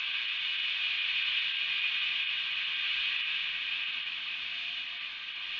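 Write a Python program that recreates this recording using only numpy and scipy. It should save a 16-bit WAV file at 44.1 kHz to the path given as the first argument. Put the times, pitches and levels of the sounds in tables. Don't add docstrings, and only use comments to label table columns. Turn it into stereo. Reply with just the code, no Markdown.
import sys
import numpy as np
from scipy import signal
from scipy.fft import rfft, irfft
from scipy.io import wavfile

SR = 44100
rng = np.random.default_rng(int(sys.argv[2]) if len(sys.argv) > 2 else 0)


def generate_wav(sig):
    pcm = np.round(np.clip(np.atleast_2d(sig).T, -1, 1) * 32767).astype(np.int16)
    wavfile.write(sys.argv[1], SR, pcm)


N = 246519
T = np.arange(N) / SR
HZ = np.maximum(np.arange(N // 2 + 1) * SR / N, 1)


def from_db(db):
    return 10 ** (np.asarray(db) / 20)


def rms_one(x):
    return x / np.sqrt(np.mean(x ** 2) + 1e-20)


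def in_time(rows):
    s, *columns = np.transpose(rows)
    return [np.interp(T, s, column) for column in columns]


def at_hz(points, hz):
    table_hz, values = np.transpose(points)
    return np.interp(np.log(hz), np.log(table_hz), values)


def drift(rate_hz):
    step = 40
    pole = np.exp(-2 * np.pi * rate_hz * step / SR)
    white = rng.standard_normal(N // step + 2002)
    settled = signal.lfilter([1], [1, -2 * pole, pole * pole], white)[2000:]
    return np.interp(np.arange(N) / step, np.arange(len(settled)), rms_one(settled))


def coloured(level_db):
    white = rng.standard_normal(N)
    return rms_one(irfft(rfft(white) * from_db(level_db), N))


def by_band(x, gain_db):
    spectrum = rfft(x)
    place = 2 * np.log2(np.clip(HZ, 30, 7680) / 30)
    out = 0
    for k in range(17):
        share = np.clip(1 - abs(place - k), 0, 1)
        centre_hz = 30 * 2 ** (k / 2)
        out = out + irfft(spectrum * share, N) * from_db(gain_db(centre_hz))
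    return out


THRUM_HZ, THRUM_WIDTH_HZ, THRUM_DB = 65.6, 6.6, -79


def low_thrum():
    offset = 2 * (HZ - THRUM_HZ) / THRUM_WIDTH_HZ
    tone = coloured(-20 * np.log10(1 + offset ** 2))
    return from_db(THRUM_DB + 2.1 * drift(2.5)) * tone


# [t/s, peak level/dB]
WIND_PUFFS = [(0.359, -82), (0.72, -72.5), (1.08, -77.5), (1.4, -72.5), (1.8, -75), (2.14, -73),
              (2.999, -70), (3.5, -78.5), (5.55, -77)]
PUFF_S, CALM_DB = .2, -84


def wind_rumble():
    puffs = from_db(CALM_DB) + sum(from_db(db) * np.exp(-4 * ((T - s) / PUFF_S) ** 2) for s, db in WIND_PUFFS)
    fall_db = -20 * np.log10(1 + (HZ / 38) ** 4)
    deep_cut_db = -20 * np.log10(1 + (14 / HZ) ** 2)
    lumps = from_db(2.5 * drift(5.0))
    return puffs * lumps * coloured(fall_db + deep_cut_db)


# [f/Hz, level/dB per Hz]
YARD_SPECTRUM = [(15, -0.5), (35, -6.5), (60, 1), (100, -13), (150, -4.5), (330, -3.5), (370, -6),
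                 (520, -7.5), (600, -5), (730, -1), (800, -9), (1100, -40.5)]
YARD_DB, YARD_FOLLOWS = -67.5, 0.27


def yard_murmur():
    jet_db = in_time(JET_COURSE)[0]
    level_db = YARD_DB + YARD_FOLLOWS * (jet_db - jet_db.mean()) + .8 * drift(6.6)
    return from_db(level_db) * coloured(at_hz(YARD_SPECTRUM, HZ))


# [t/s, 6th order level/dB, 9th order level/dB]
STRONG_ORDERS = [(0.0, -79, -84), (0.5, -85, -86), (1.05, -83, -86), (1.42, -72, -85), (1.8, -76.5, -80),
                 (2.4, -77, -88), (2.9, -77, -79), (3.1, -72, -81), (3.6, -75.5, -79), (4.0, -74, -74.5),
                 (4.5, -76, -74.5), (4.9, -76, -76.5), (5.2, -80, -80), (5.59, -79, -78)]
# [order, level/dB]
FAINT_ORDERS = [(3, -88), (4, -93), (5, -88), (10, -87), (11, -86), (12, -88)]
CYCLE_HZ = 28.38


def engine():
    cycle = 2 * np.pi * np.cumsum(CYCLE_HZ + .06 * drift(1.2)) / SR
    sixth_db, ninth_db = in_time(STRONG_ORDERS)
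    out = 0
    for order, db in [(6, sixth_db), (9, ninth_db)] + FAINT_ORDERS:
        level = np.sqrt(2) * from_db(db + 2.6 * drift(10.0))
        out = out + level * np.sin(order * cycle + rng.uniform(0, 2 * np.pi))
    return out


# [t/s, level/dB]
WHINE_COURSE = [(0.0, -71), (0.4, -77), (0.75, -72), (1.05, -71), (1.3, -80), (1.8, -75), (2.0, -76),
                (2.2, -70), (2.5, -82), (3.2, -81), (3.35, -74), (3.9, -75), (4.4, -72.5), (4.75, -67),
                (5.0, -72.5), (5.2, -84), (5.45, -75), (5.59, -72)]
WHINE_HZ = 700


def generator():
    phase = 2 * np.pi * np.cumsum(WHINE_HZ + 1.2 * drift(3.0)) / SR
    level_db = in_time(WHINE_COURSE)[0] + 2.0 * drift(9.0)
    return np.sqrt(2) * from_db(level_db) * np.sin(phase)


ECHO_FROM_S, ECHO_TO_S, ECHO_DB, ECHO_DRIFT_HZ = .008, .03, -29, .6


def echoes(direct, count=5):
    coarse_hz = np.arange(0, 8000, 3.)
    out = 0
    for _ in range(count):
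        lags = rng.uniform(ECHO_FROM_S, ECHO_TO_S, 8)
        signs = rng.choice([-1, 1], 8)
        comb = from_db(ECHO_DB) * np.exp(-2j * np.pi * coarse_hz[:, None] * lags) @ signs
        group = irfft(rfft(direct) * np.interp(HZ, coarse_hz, comb), N)
        out = out + drift(ECHO_DRIFT_HZ) * group
    return rms_one(direct + out)


# [t/s, level/dB, brightness/dB per octave]
JET_COURSE = [(0.0, -34, 0), (0.6, -32.5, 1.6), (0.95, -31.5, 1), (1.3, -29.5, .8), (1.64, -32.5, 1.1),
              (1.98, -31, 0.5), (2.5, -33, 0.4), (2.8, -32.5, 0.6), (3.1, -30.5, 0.8), (3.2, -32, 1),
              (3.35, -32.5, 0.5), (3.59, -35.5, 0.5), (3.8, -34, 0.1), (4.31, -38, 0.4), (4.61, -36.5, 3),
              (4.95, -37.5, .5), (5.2, -40, 0.5), (5.38, -39.5, 0.5), (5.5, -37.5, 1.5), (5.59, -36.5, 2.5)]
# [f/Hz, level/dB per Hz]
HISS_SPECTRUM = [(500, -51), (800, -37), (1000, -20), (1400, -27), (2100, -10), (2300, -10), (3000, -7),
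                 (3650, -14), (3900, -15), (4400, -22), (5000, -34), (5100, -37), (6500, -47), (7000, -55)]
# [f/Hz, width/Hz, level/dB]
HOUSING_MODES = [(878, 40, 4.5), (1017, 150, -8.5), (1042, 34, 7.5), (1074, 20, -4.5), (1102, 29, 5.0),
                 (1144, 16, -5.0), (1186, 60, 8.5), (1273, 20, 6.0), (1339, 14, 4.0), (1522, 140, 8.0),
                 (1556, 18, -5.5), (1596, 45, 9), (1636, 14, -2.5), (1671, 54, 7.5), (1734, 199, -3.5),
                 (1822, 22, 4.0), (1879, 30, 4.5), (1935, 21, -3.0), (1951, 35, 2.5), (2009, 42, -3.0),
                 (2080, 23, -5.0), (2142, 111, -8.5), (2243, 169, 6.0), (2313, 41, -5.5), (2348, 31, 5.5),
                 (2384, 24, -4.5), (2443, 47, 11), (2528, 28, 7.0), (2594, 70, 8.5), (2667, 21, -4.0),
                 (2757, 104, -7.0), (2770, 21, 7.5), (2817, 19, 5.0), (2904, 200, 7.0), (2974, 23, -5.5),
                 (3066, 31, -4.5), (3159, 40, -5.0), (3197, 43, 8.0), (3264, 16, 4.0), (3335, 28, 6.0),
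                 (3350, 77, -4.0), (3415, 44, 4.5), (3465, 28, -5.5), (3565, 37, -7.5), (3591, 200, 11.5),
                 (3637, 18, -5.0), (3723, 74, -4.0), (3785, 19, 1.5), (3858, 82, -5.0), (4052, 122, -3.5),
                 (4128, 16, 4.5), (4556, 200, -5.0)]
HISS_CENTRE_HZ = 2800
BREADTH_DB, BREADTH_FOLLOWS = 1.2, -0.39


def steam():
    level_db, tilt_db = in_time(JET_COURSE)
    breadth_db = BREADTH_DB + BREADTH_FOLLOWS * (level_db - level_db.mean())
    modes_db = sum(db / (1 + (2 * (HZ - hz) / width) ** 2) for hz, width, db in HOUSING_MODES)
    jet = echoes(coloured(at_hz(HISS_SPECTRUM, HZ) + modes_db))
    together = drift(0.61)

    def band_db(hz):
        octaves = np.log2(hz / HISS_CENTRE_HZ)
        shape_db = tilt_db * octaves + breadth_db * abs(octaves)
        fading_db = .15 * together + .3 * drift(2.5) + .5 * (hz < 2000) * drift(4.0) + .3 * drift(6.0)
        return (hz > 300) * (shape_db + fading_db)

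    return from_db(level_db) * by_band(jet, band_db)


def scene():
    background = yard_murmur() + wind_rumble() + low_thrum()
    return np.tile(steam() + generator() + engine() + background, (2, 1))


# [t/s, length/s, level/dB before the band share]
SET_DIPS = [(0.273, 0.018, -7), (0.576, 0.021, -8), (0.616, 0.013, -7), (1.004, 0.052, -4),
            (1.24, 0.022, -8), (1.535, 0.025, -9), (1.579, 0.022, -7), (2.005, 0.022, -6),
            (2.262, 0.057, -9), (2.541, 0.019, -6), (2.749, 0.019, -7), (3.181, 0.018, -7),
            (3.236, 0.038, -9), (3.858, 0.025, -6), (4.041, 0.018, -7), (4.992, 0.022, -10),
            (5.34, 0.025, -7)]
# [f/Hz, share of its dB]
BAND_SHARE = [(30, 1.3), (300, 1.2), (600, .9), (1000, .6), (1500, .15), (3500, .05), (4500, .6),
              (6500, 1.4)]
RANDOM_DIPS, RANDOM_DIP_S, RANDOM_DIP_DB = 11, .021, -5
CUTOFF_HZ = 7200


def record(dry):
    further = [(when * N / SR, RANDOM_DIP_S, RANDOM_DIP_DB * (.75 + .5 * depth))
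               for when, depth in rng.random((RANDOM_DIPS, 2))]
    dips_db = sum(db * np.exp(-4 * ((T - s) / length) ** 2) for s, length, db in SET_DIPS + further)
    mono = by_band(dry[0], lambda hz: at_hz(BAND_SHARE, hz) * dips_db)
    low_pass = signal.ellip(12, .5, 60, CUTOFF_HZ, fs=SR, output="sos")
    return np.tile(signal.sosfilt(low_pass, mono), (2, 1))


dry = scene()
out = record(dry)
generate_wav(out)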